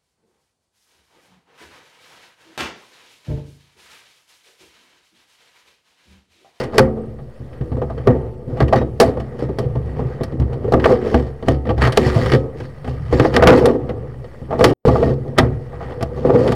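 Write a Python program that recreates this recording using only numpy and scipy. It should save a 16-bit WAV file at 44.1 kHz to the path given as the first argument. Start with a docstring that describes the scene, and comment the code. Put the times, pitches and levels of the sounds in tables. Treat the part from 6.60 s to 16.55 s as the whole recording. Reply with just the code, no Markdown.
"""A stiff cable is hauled out of a pipe by a hand that also holds the small recorder.
Pulls and knocks shake the plastic case (resonant modes); the sheath scrapes and blows crack (shaped noise).
The pipe rings on faintly, the room answers, a fitting clinks once; hiss and electrical pips lie beneath.
Loud blows overload the input; the sound drops out once for a moment."""
import sys
import numpy as np
from scipy import signal
from scipy.fft import rfft, irfft, next_fast_len
from scipy.io import wavfile
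from scipy.ndimage import uniform_filter1d, map_coordinates

SR = 44100
rng = np.random.default_rng(int(sys.argv[2]) if len(sys.argv) > 2 else 0)


def wav_record(signal):
    """Record a signal, one row per channel, as 16-bit PCM in the file named by sys.argv[1]."""
    frames = np.transpose(np.atleast_2d(signal))
    bounded = np.clip(frames, -1, 1)
    # unit amplitude maps onto the largest positive 16-bit level
    quanta = np.round(bounded * 32767).astype(np.int16)
    wavfile.write(sys.argv[1], SR, quanta)


N = 438794

# base t60s, scaled per layer and knock: shaking; lower and upper crack
JOLT_T60_S, SNAP_T60_S = 0.065, (0.061, 0.049)


def amp(db):
    """Amplitude factor of a level in dB."""
    return 10 ** (np.asarray(db) / 20)


def unit(x):
    """x scaled to rms 1."""
    return x / np.sqrt(np.mean(x ** 2) + 1e-20)


def wobble(rate):
    """A smooth random curve, rate knots a second."""
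    knots = rng.standard_normal(int(N * rate / SR) + 4)
    return map_coordinates(knots, [np.arange(N) * rate / SR])


def filtered(x, response):
    """x times a zero-phase response of frequency in Hz."""
    m = next_fast_len(N + SR // 4)
    return irfft(rfft(x, m) * response(np.fft.rfftfreq(m, 1 / SR)), m)[..., :N]


def noise(spectrum, patchy_db, split_hz=None):
    """Patchy coloured noise of rms 1 through the cavity; split: lower and upper part, each rms 1."""
    # air round the microphone: f/Hz, width/Hz, lift/dB
    air_modes = [(1220, 110, 7), (1620, 70, 4), (1900, 170, 9), (3050, 220, 5), (4500, 350, 7),
                 (5350, 450, 7), (8900, 700, 4), (10600, 900, 3)]
    z = signal.stft(rng.standard_normal(N), nperseg=256)[2]
    over_f = uniform_filter1d(rng.standard_normal(z.shape), 5, 0)
    field = uniform_filter1d(over_f, 9, 1)
    patches = signal.istft(z * amp(patchy_db * unit(field)), nperseg=256)[1][:N]
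    f, level_db = np.transpose(spectrum)

    def response(hz):
        lift_db = sum(db / (1 + (2 * (hz - c) / w) ** 2) for c, w, db in air_modes)
        return amp(np.interp(np.log(hz + 1), np.log(f + 1), level_db) + lift_db)

    x = unit(filtered(patches, response))
    if split_hz is None:
        return x
    low = filtered(x, lambda hz: 1 / (1 + (hz / split_hz) ** 4))
    return unit(low), unit(x - low)


def drag():
    """Heave, rub, scrape, rasp forces: a hold plus pulls that swell, last, die; the rough sheath catches."""
    # the hand's steady hold on cable and case: t/s, heave/dB, rub/dB, scrape/dB
    grip = [(0.1, -45, -40.5, -48), (0.35, -29, -33, -57), (0.63, -33.5, -52, -62),
            (0.74, -51, -54.5, -56.5), (1.18, -22.5, -36, -57), (1.42, -31, -42, -49.5),
            (1.6, -25.5, -33, -52.5), (1.81, -37, -45, -74), (2.1, -20, -31.5, -65), (2.38, -28, -45, -65),
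            (2.57, -31.5, -36.5, -48), (2.95, -33, -41, -52), (3.13, -20.5, -40, -52.5),
            (3.45, -24.5, -32.5, -45), (3.7, -34, -43, -48), (3.8, -22, -35.5, -56.5),
            (4.4, -30.5, -32.5, -39), (4.8, -41, -48.5, -55), (5.86, -33, -36.5, -57),
            (6.22, -33.5, -57.5, -51), (6.45, -25.5, -48.5, -45.5), (7.3, -24, -32.5, -53),
            (7.752, -41, -52.5, -53.5), (8.65, -30, -40.5, -57.5), (8.998, -26.5, -47, -55),
            (9.15, -33, -41, -48), (9.5, -28, -38, -50)]
    # pulls on the cable: start (full force)/s, hold/s, heave/dB, rub/dB, scrape/dB, rasp/dB
    pulls = [(0, 0.0094, -27, -20.5, -30, -36.5), (0.146, 0.035, -30, -27, -37.5, -46.5),
             (0.196, 0.049, -15, -30, -32, -73.5), (1.49, 0.03, -10, -21.5, -39, -66),
             (1.897, 0.064, -24, -33.5, -63, -65), (2.011, 0.01, -14.5, -37.5, -32, -49),
             (2.151, 0.03, -13, -25.5, -30, -45), (2.431, 0.047, -18.5, -25, -36, -44.5),
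             (2.79, 0.056, -29, -34, -47, -55), (3, .05, -18.5, -29, -59, -61),
             (3.612, 0.031, -21.5, -64, -48, -75), (4.047, .06, -26, -36.5, -67, -75),
             (4.132, 0.046, -21, -18.5, -48, -64), (4.248, 0.08, -20.5, -17, -32.5, -42),
             (4.453, 0.14, -28.5, -24, -40, -45.5), (4.596, .08, -26, -36, -60, -58.5),
             (4.889, 0.033, -14, -24.5, -37, -44), (5.066, 0.055, -19.5, -29.5, -49.5, -60),
             (5.228, 0.037, -15.5, -23.5, -21.5, -34.5), (5.377, .19, -20.5, -29, -31, -37.5),
             (5.589, 0.17, -17.5, -24.5, -35, -40), (5.979, 0.075, -27, -46, -50.5, -53.5),
             (6.272, 0.041, -29, -33.5, -50.5, -51.5), (6.529, .14, -20, -27, -33.5, -40.5),
             (6.74, 0.03, -14.5, -27.5, -30, -42), (6.781, 0.04, -18.5, -19.5, -28.5, -54),
             (6.885, 0.014, -20, -4.5, -12.5, -40), (6.916, 0.078, -33.5, -20, -32, -38),
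             (7.012, 0.093, -23.5, -15.5, -38.5, -47), (7.926, 0.028, -19, -23.5, -44, -60),
             (8.015, 0.091, -19, -17, -38, -38.5), (8.245, 0.034, -24, -16, -56, -36),
             (8.316, 0.19, -21.5, -21.5, -45, -46), (8.795, 0.037, -12.5, -26, -29, -55.5),
             (8.855, 0.098, -22.5, -41, -47.5, -67), (9.216, 0.11, -33, -37.5, -41, -58),
             (9.565, 0.11, -35, -33, -62, -53.5), (9.666, 0.086, -22, -17.5, -52, -53.5),
             (9.785, 0.14, -21, -20, -37.5, -43.5)]
    # decay of heave, rub, scrape, rasp: [dB/s]
    let_go_db_per_s = [221, 260, 302, 352]
    take_up_db_per_s, grip_rasp_db = 502.5, -16  # rasp of the hold is relative to its scrape
    t = np.arange(N) / SR
    s, heave, rub, scrape = np.transpose(grip)
    hold_db = [np.interp(t, s, c) for c in (heave, rub, scrape, scrape + grip_rasp_db)]
    power = amp(hold_db) ** 2
    for start, hold, *level_db in pulls:
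        span = slice(max(int((start - .2) * SR), 0), int((start + hold + .4) * SR))
        swell_db = take_up_db_per_s * (t[span] - start)
        die_db = np.outer(let_go_db_per_s, start + hold - t[span])
        fade_db = np.minimum(0, np.minimum(swell_db, die_db))
        power[:, span] += amp(np.c_[level_db] + fade_db) ** 2
    grit_db = wobble(40) + 2.8 * wobble(500)
    return np.sqrt(power) * amp([1.3 * wobble(14), 2.95 * wobble(45), grit_db, grit_db])


def sheath_scrape(scrape, rasp):
    """Sheath friction: noise below about 3 kHz follows the scrape force, above it the rasp force."""
    # sheath noise before the cavity: f/Hz, relative density/dB per Hz
    sheath_colour = [(410, -24.5), (700, 3), (1210, -5), (2000, -10.5), (2700, -19.5), (5000, -31),
                     (5900, -36.5), (6500, -36), (11000, -48), (12000, -50.5), (16000, -51.5)]
    low, high = noise(sheath_colour, 2, split_hz=3000)
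    return scrape * low + rasp * high


def knocks():
    """Columns of the knock table; a knock of no stated length gets 1."""
    # t/s, blow/dB, thud/dB re blow, small walls/dB re blow, crack/dB re blow,
    # upper crack/dB re crack, optional length/multiple of usual
    knock_rows = [(0.036, -23, 1.5, -22, -4, -9), (.133, -27, -2, 6, -13, -16),
                  (0.181, 5, -21.5, -1.5, -4, -2.5, 1.1), (.192, 2, -15.5, -3, -3.5, -9.5, .8),
                  (.588, -36.5, -7, -2.5, -9, -26), (0.803, -34.5, 15.5, -18, -25, -13),
                  (0.93, -42, 9, -15, 0, -21), (1.01, -25, 12.5, -9, -13, -27),
                  (1.118, -25, 16.5, -3, -10.5, -25), (1.168, -14, -6, -12, -44, -20),
                  (1.217, -13, -2, -1, -23, -46), (1.3, -25, -9, 3.5, -12, -17.5),
                  (1.378, -26, 2, -5, -8.5, -20), (1.472, 3, -2, -8, -20, -10, 1.3),
                  (1.879, -27, 12, -28, -27, -6), (1.97, -39, 8, 11.5, 0, -11),
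                  (2.003, -7.5, -7, 3, -5.5, -18.5), (2.021, -11.5, 8, -3.5, -14.5, -11),
                  (2.08, -27, 0, 4.5, 1, -14.5), (2.126, -13, 0, 12, -5.5, -18.5),
                  (2.13, -4, -10, 4.5, -9, -22.5), (2.158, -10.5, -1.5, -16, -8.5, -13.5),
                  (2.214, -13, 2, -3, -20, -30), (2.4, 0, -14, 0, -13, 6, 2.7),
                  (2.571, -16, 0.5, -6.5, -22, -19), (2.599, -30.5, 12, 1, -0.5, -12),
                  (2.792, -31.5, -9, 0.5, -7, -8), (2.824, -15.5, 1, -25, -26, -2),
                  (2.889, -14.5, 1.5, -13, -38, -14), (2.986, -15, 2, -3, -12, -2.5, 1.3),
                  (3.153, -17, 4.5, -4.5, -25, -11), (3.394, -15, -1.5, -6, -30, -4),
                  (3.609, -18, 7.5, -4, -13.5, -38), (3.634, -35.5, -9, 9.5, 5, 2, .7),
                  (3.721, -20, 8, -18, -24, -16), (3.798, -21.5, 19.5, -5.5, -14.5, -6),
                  (3.819, -24.5, 15.5, -8, -11, -26), (3.93, -29, 12, 0, -5, -13),
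                  (4.044, -14.5, -20, -11, -39, -9), (4.079, -9.5, -16, -34, -44, -14),
                  (4.122, -6, -5.5, -2.5, -18, -5), (4.137, -2, -0.5, -0.5, -15, -12.5),
                  (4.197, -17.5, -15, -11, -5, -21), (4.241, -19, -22.5, -13, 8.5, -20.5),
                  (4.256, -1, -18.5, 4.5, -17.5, -8), (4.326, -7.5, -27, -6, -29, -8),
                  (4.446, -16, -25, -6, -20.5, -36), (4.543, -5.5, 7, 1, -5.5, -21),
                  (4.825, -23.5, 7, -3, -10, -17), (4.883, -1, -3, -8, -12, -7, 1.05),
                  (5.053, -24, -5, -0.5, -10, -18), (5.069, -26.5, 10, -11, -4, -22),
                  (5.091, -15, 10, -0.5, -5.5, -24.5), (5.103, -14.5, 10, 2, -8.5, -31),
                  (5.179, -24, 23, 4, -3.5, -13), (5.218, -21, 14.5, -14, 10, -16.5),
                  (5.251, -24.5, 18, -6, 4, -13), (5.274, -18.5, -1, 4.5, -2, -11.5),
                  (5.322, -22.5, -5.5, 1, 4.5, -8), (5.373, 4, -13.5, -1.5, -3, -6.5, .95),
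                  (5.464, -17.5, 12, -7.5, -16, 1), (5.562, -19.5, 18.5, 6.5, -25, -10),
                  (5.66, -10, -6, -28, -3, -16.5), (5.718, -10.5, -5.5, -17, 2.5, -18),
                  (5.735, -1.5, 3, -22, -7.5, -16), (5.747, -4, -6, -11.5, -7, -19.5),
                  (6.002, -30, 3, 0.5, -1, -15.5), (6.244, -27.5, 4.5, 0, -5.5, -16),
                  (6.276, -24, 12.5, 0.5, -7.5, -13), (6.526, -5.5, 2, -7.5, -21, -7.5),
                  (6.537, -14, 4, -11, -15, -19), (6.598, 3, -4.5, -5.5, -9, -24, 1.1),
                  (6.648, -6.5, -0.5, 1, -8, -24), (6.74, -13.5, 4, -6, -2.5, -14.5),
                  (6.764, -3.5, -9, -0.5, 4, -15.5, .8), (6.824, -1.5, -4, 2.5, -7, -15),
                  (6.835, -5, -3, 1, -1, -16), (6.872, 3.5, -2, 4, 1.5, -12, 1.2),
                  (6.928, 2.5, -12.5, -4.5, -27.5, -12), (6.977, -5, -16, -18.5, -19.5, -6.5),
                  (7.056, -9, -6, 2, -6, 0), (7.085, -13, 0.5, -4, -11, -23),
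                  (7.292, -21, 3, -0.5, -4, -23), (7.643, -32.5, -20, -7, -10, -12),
                  (7.817, -31, 13, -7, -22, -16), (7.907, -23, 0, 6, -9.5, -21),
                  (7.928, -13, -17, 2.5, -32, -12), (7.991, -17.5, -8, 4.5, -11, -5),
                  (8.008, -4, -4, -0.5, -12.5, -16), (8.041, -1, -6, -2, 0, -7, 1.7),
                  (8.279, -11, 13, 5, -22.5, -5, 1.4), (8.354, -13, -7.5, 6, -25.5, -16),
                  (8.428, -0.5, -20, -5, -32, -21), (8.678, -24.5, 4, -7, -24, -6),
                  (8.778, -14.5, -18, 0, -0.5, -14), (8.784, -2.5, -10.5, 4, 5, -13, 1.25),
                  (9.128, -38.5, -8, 9, -10, -13), (9.207, -28.5, -14, 6, -27, -12),
                  (9.409, -21, 0, -2, -5.5, -19), (9.426, -16, 6.5, 3.5, -4.5, -1.5, .6),
                  (9.65, -7, -3, -9, -39, -7.5), (9.694, -5.5, -15, -6, -33, -13),
                  (9.799, -9, -13, -21, -29, -12), (9.876, -17.5, -15, -4, 0.5, -14.5),
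                  (9.92, -17.5, 3, 4.5, -3, -6)]
    return np.transpose([(*row, 1)[:7] for row in knock_rows])


def jolts(level_db, t60_s, rise_s):
    """Force envelope of all knocks: a rise, then an exponential fall, shorter for hard blows."""
    power, t = np.zeros(N + SR), np.arange(SR // 3) / SR
    s, blow, *_, length = knocks()
    # share of t60 per dB, counted from a -15 dB blow; floor 3 ms
    falls_s = np.maximum(t60_s * length * (1 - 0.0249 * (blow + 15)), .003)
    rise = 1 - np.exp(-t / rise_s)
    for at, db, fall_s in zip(np.round(s * SR).astype(int), level_db, falls_s):
        power[at:][:len(t)] += (amp(db - 60 * t / fall_s) * rise) ** 2
    return np.sqrt(power[:N])


def ring(force, modes, kick_db):
    """Modes shaken by own rough copies of the force (steady 1: about rms 1), kicked once per knock."""
    out, at = np.zeros(N), np.round(knocks()[0] * SR).astype(int)
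    chance = rng.standard_normal((len(at), len(modes), 2))
    kicks = amp(kick_db[:, None] + 1.7 * chance[..., 0]) * np.sign(chance[..., 1])
    contact = np.hanning(14) / np.hanning(14).sum()  # about a third of a millisecond
    for (hz, db, t60_s), kick in zip(modes, kicks.T):
        r, w = amp(-60 / (t60_s * SR)), 2 * np.pi * hz / SR
        push = 2 * np.sqrt(1 - r) * force * rng.standard_normal(N)
        push[at[:, None] + np.arange(len(contact))] += kick[:, None] * contact
        out += signal.lfilter([amp(db) * np.sin(w)], [1, -2 * r * np.cos(w), r * r], push)
    return out / np.sqrt(sum(amp(db) ** 2 for _, db, _ in modes))


def rocking(heave):
    """The case rocks in the hand: low modes driven by heaves and thuds."""
    # rocking modes: f/Hz, relative level/dB, t60/s
    sway_modes = [(30, -30, .1), (68.9, -3, 0.43), (121.1, 0, 0.14), (135.1, -2.5, 0.21)]
    _, blow, thud, *_ = knocks()
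    kick_db = blow + thud - 4
    thuds = jolts(kick_db, 1.9 * JOLT_T60_S, rise_s=0.015)
    return ring(np.hypot(heave, thuds), sway_modes, kick_db)


def case_walls(rub, strike):
    """Case walls ring: a flat blow favours the large ones, a hard edge the small ones."""
    # large (3), middle (3) and small (4) walls: f/Hz, relative level/dB, t60/s
    wall_modes = [(218.6, -6.5, 0.06), (250.3, -7, 0.15), (319, -10.5, 0.19), (375.6, -6.5, 0.12),
                  (416, -2, 0.069), (488.6, 0, 0.063), (662.5, -1.5, 0.059), (818.7, -3.5, 0.028),
                  (943, -24, 0.028), (1164, -8, 0.027)]
    _, blow, thud, hard, *_ = knocks()
    broad = -3.5 + 0.54 * thud  # dB re blow
    flat = jolts(blow + broad - 3, 1.76 * JOLT_T60_S, rise_s=0.004)
    edge = jolts(blow + hard - 3, 1.23 * JOLT_T60_S, rise_s=0.0024)
    large = ring(np.hypot(rub * amp(-4.5), flat), wall_modes[:3], blow + broad - 4)
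    middle = ring(np.hypot(rub, strike), wall_modes[3:6], blow - 3)
    hollow = ring(rub * amp(-2), wall_modes[5:6], blow - 6)  # rubbing favours the top middle mode
    small = ring(np.hypot(rub * amp(-11), edge), wall_modes[6:], blow + hard - 4)
    return large + middle + hollow + small


def pipe_ring(rub, strike):
    """The pipe's mostly longer modes, driven by rubbing and blows."""
    # pipe modes: f/Hz, relative level/dB, t60/s
    pipe_modes = [(220.3, -11, 0.93), (254.2, -6, 0.48), (284.6, -9.5, 0.61), (368, -6.5, 0.67),
                  (447.5, -11, 1.0), (525.4, -4, 0.24), (567, -14, 0.12), (750, -17.5, 0.74),
                  (880, -24.5, 0.89), (992, -37.5, 0.24), (1270, -26, 0.43), (1850, -23, .15)]
    blow = knocks()[1]
    return amp(-3.5) * ring(np.hypot(rub * amp(-6), strike), pipe_modes, blow - 15)


def room(x):
    """Noise tail, each frequency of the walls' answer dying at its own speed."""
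    # room decay: f/Hz, t60/s
    room_decay = [(200, 0.48), (600, 0.6), (2000, 0.049), (8000, 0.21)]
    hz, t, z = signal.stft(rng.standard_normal(SR // 2), SR, nperseg=256)
    f, t60_s = np.transpose(room_decay)
    t60_at_hz = np.interp(np.log(hz + 1), np.log(f), t60_s)
    tail = signal.istft(z * amp(-60 * t / t60_at_hz[:, None]), SR, nperseg=256)[1]
    delayed = np.pad(x, (500, 0))  # samples
    return signal.fftconvolve(delayed, tail / np.linalg.norm(tail))[:N]


def hiss():
    """Surroundings and preamplifier: patchy noise of slowly wandering level."""
    # noise floor before the cavity: f/Hz, relative density/dB per Hz
    hiss_colour = [(18, -37.5), (40, 1), (300, -15), (530, -10.5), (900, -33), (1500, -38), (2300, -37.5),
                   (5000, -48.5), (10000, -51), (16000, -58)]
    return amp(-42 + 1.3 * wobble(3.1)) * noise(hiss_colour, 2.3)


def pips():
    """The electronics leak a short high tone at a steady rate, of uneven strength."""
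    hz, level_db, half_s = 8200, -72, .004  # half length to 1/e
    rate_hz, first_s = 25, .02
    t = np.arange(N) / SR
    cycle = (t - first_s) * rate_hz
    window = np.exp(-((cycle - np.round(cycle)) / (rate_hz * half_s)) ** 2)
    tone = np.sin(2 * np.pi * hz * t + 1.5 * wobble(60))
    return amp(level_db + 4.3 * wobble(25)) * window * tone


def cracks():
    """Each knock snaps in two noise bands; loose parts chatter on after the snap."""
    # crack noise before the cavity: f/Hz, relative density/dB per Hz
    crack_colour = [(410, -21.5), (700, -6), (1400, -2.5), (1730, -3), (2460, -9), (3370, -11),
                    (6230, -27.5), (10900, -34), (16000, -46.5)]
    _, blow, _, _, crack, bright, _ = knocks()
    bands = noise(crack_colour, 1.4, split_hz=4300)
    out = np.zeros(N)
    for level, t60_s, band in zip((crack, crack + bright), SNAP_T60_S, bands):
        snap = jolts(blow + level - 4.0, t60_s, rise_s=0.00071)
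        rattle = jolts(blow + level - 30, 3.1 * t60_s, rise_s=.003)
        out += np.hypot(snap, rattle) * band
    return out


def clink():
    """A touched metal fitting rings briefly, a little unsteadily: decaying sines."""
    # fitting modes: f/Hz, relative level/dB, t60/s
    fitting_modes = [(3800, 0, .22), (4600, -3, .08), (5900, -3, .12)]
    start_s, level_db = 2.161, -41
    t = np.maximum(np.arange(N) / SR - start_s, 0)
    out = np.zeros(N)
    for hz, db, t60_s in fitting_modes:
        out += amp(db - 60 * t / t60_s + 5 * wobble(180)) * np.sin(2 * np.pi * hz * t)
    return amp(level_db) * out


def scene():
    """Sum of case, cable, pipe, room and noise floor."""
    heave, rub, scrape, rasp = drag()
    strike = jolts(knocks()[1] - 2, JOLT_T60_S, rise_s=0.0011)
    treble = sheath_scrape(scrape, rasp) + cracks() + clink()
    near = case_walls(rub, strike) + treble
    floor = hiss() + pips()
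    return (rocking(heave) + near + pipe_ring(rub, strike) + amp(-23.0) * room(near) + floor)[None]


def record(dry):
    """The microphone blocks deepest bass; the input clips hard, loses one stretch, ends at its band limit."""
    offset, ceiling, top_hz = -.008, .71, 16100  # offset: steady input voltage
    drop_start_s, drop_end_s, drop_db = 8.1365, 8.2525, -57.0
    coupled = filtered(dry, lambda hz: hz ** 2 / (hz ** 2 + 33 ** 2)) + offset
    clipped = coupled / (1 + np.abs(coupled / ceiling) ** 14) ** (1 / 14)
    t = np.arange(N) / SR
    kept = np.where((t > drop_start_s) & (t < drop_end_s), amp(drop_db), 1)
    kept = uniform_filter1d(kept, size=15)  # the cut takes a third of a millisecond
    return filtered(clipped * kept, lambda hz: hz < top_hz)


dry = scene()
out = record(dry)
wav_record(out)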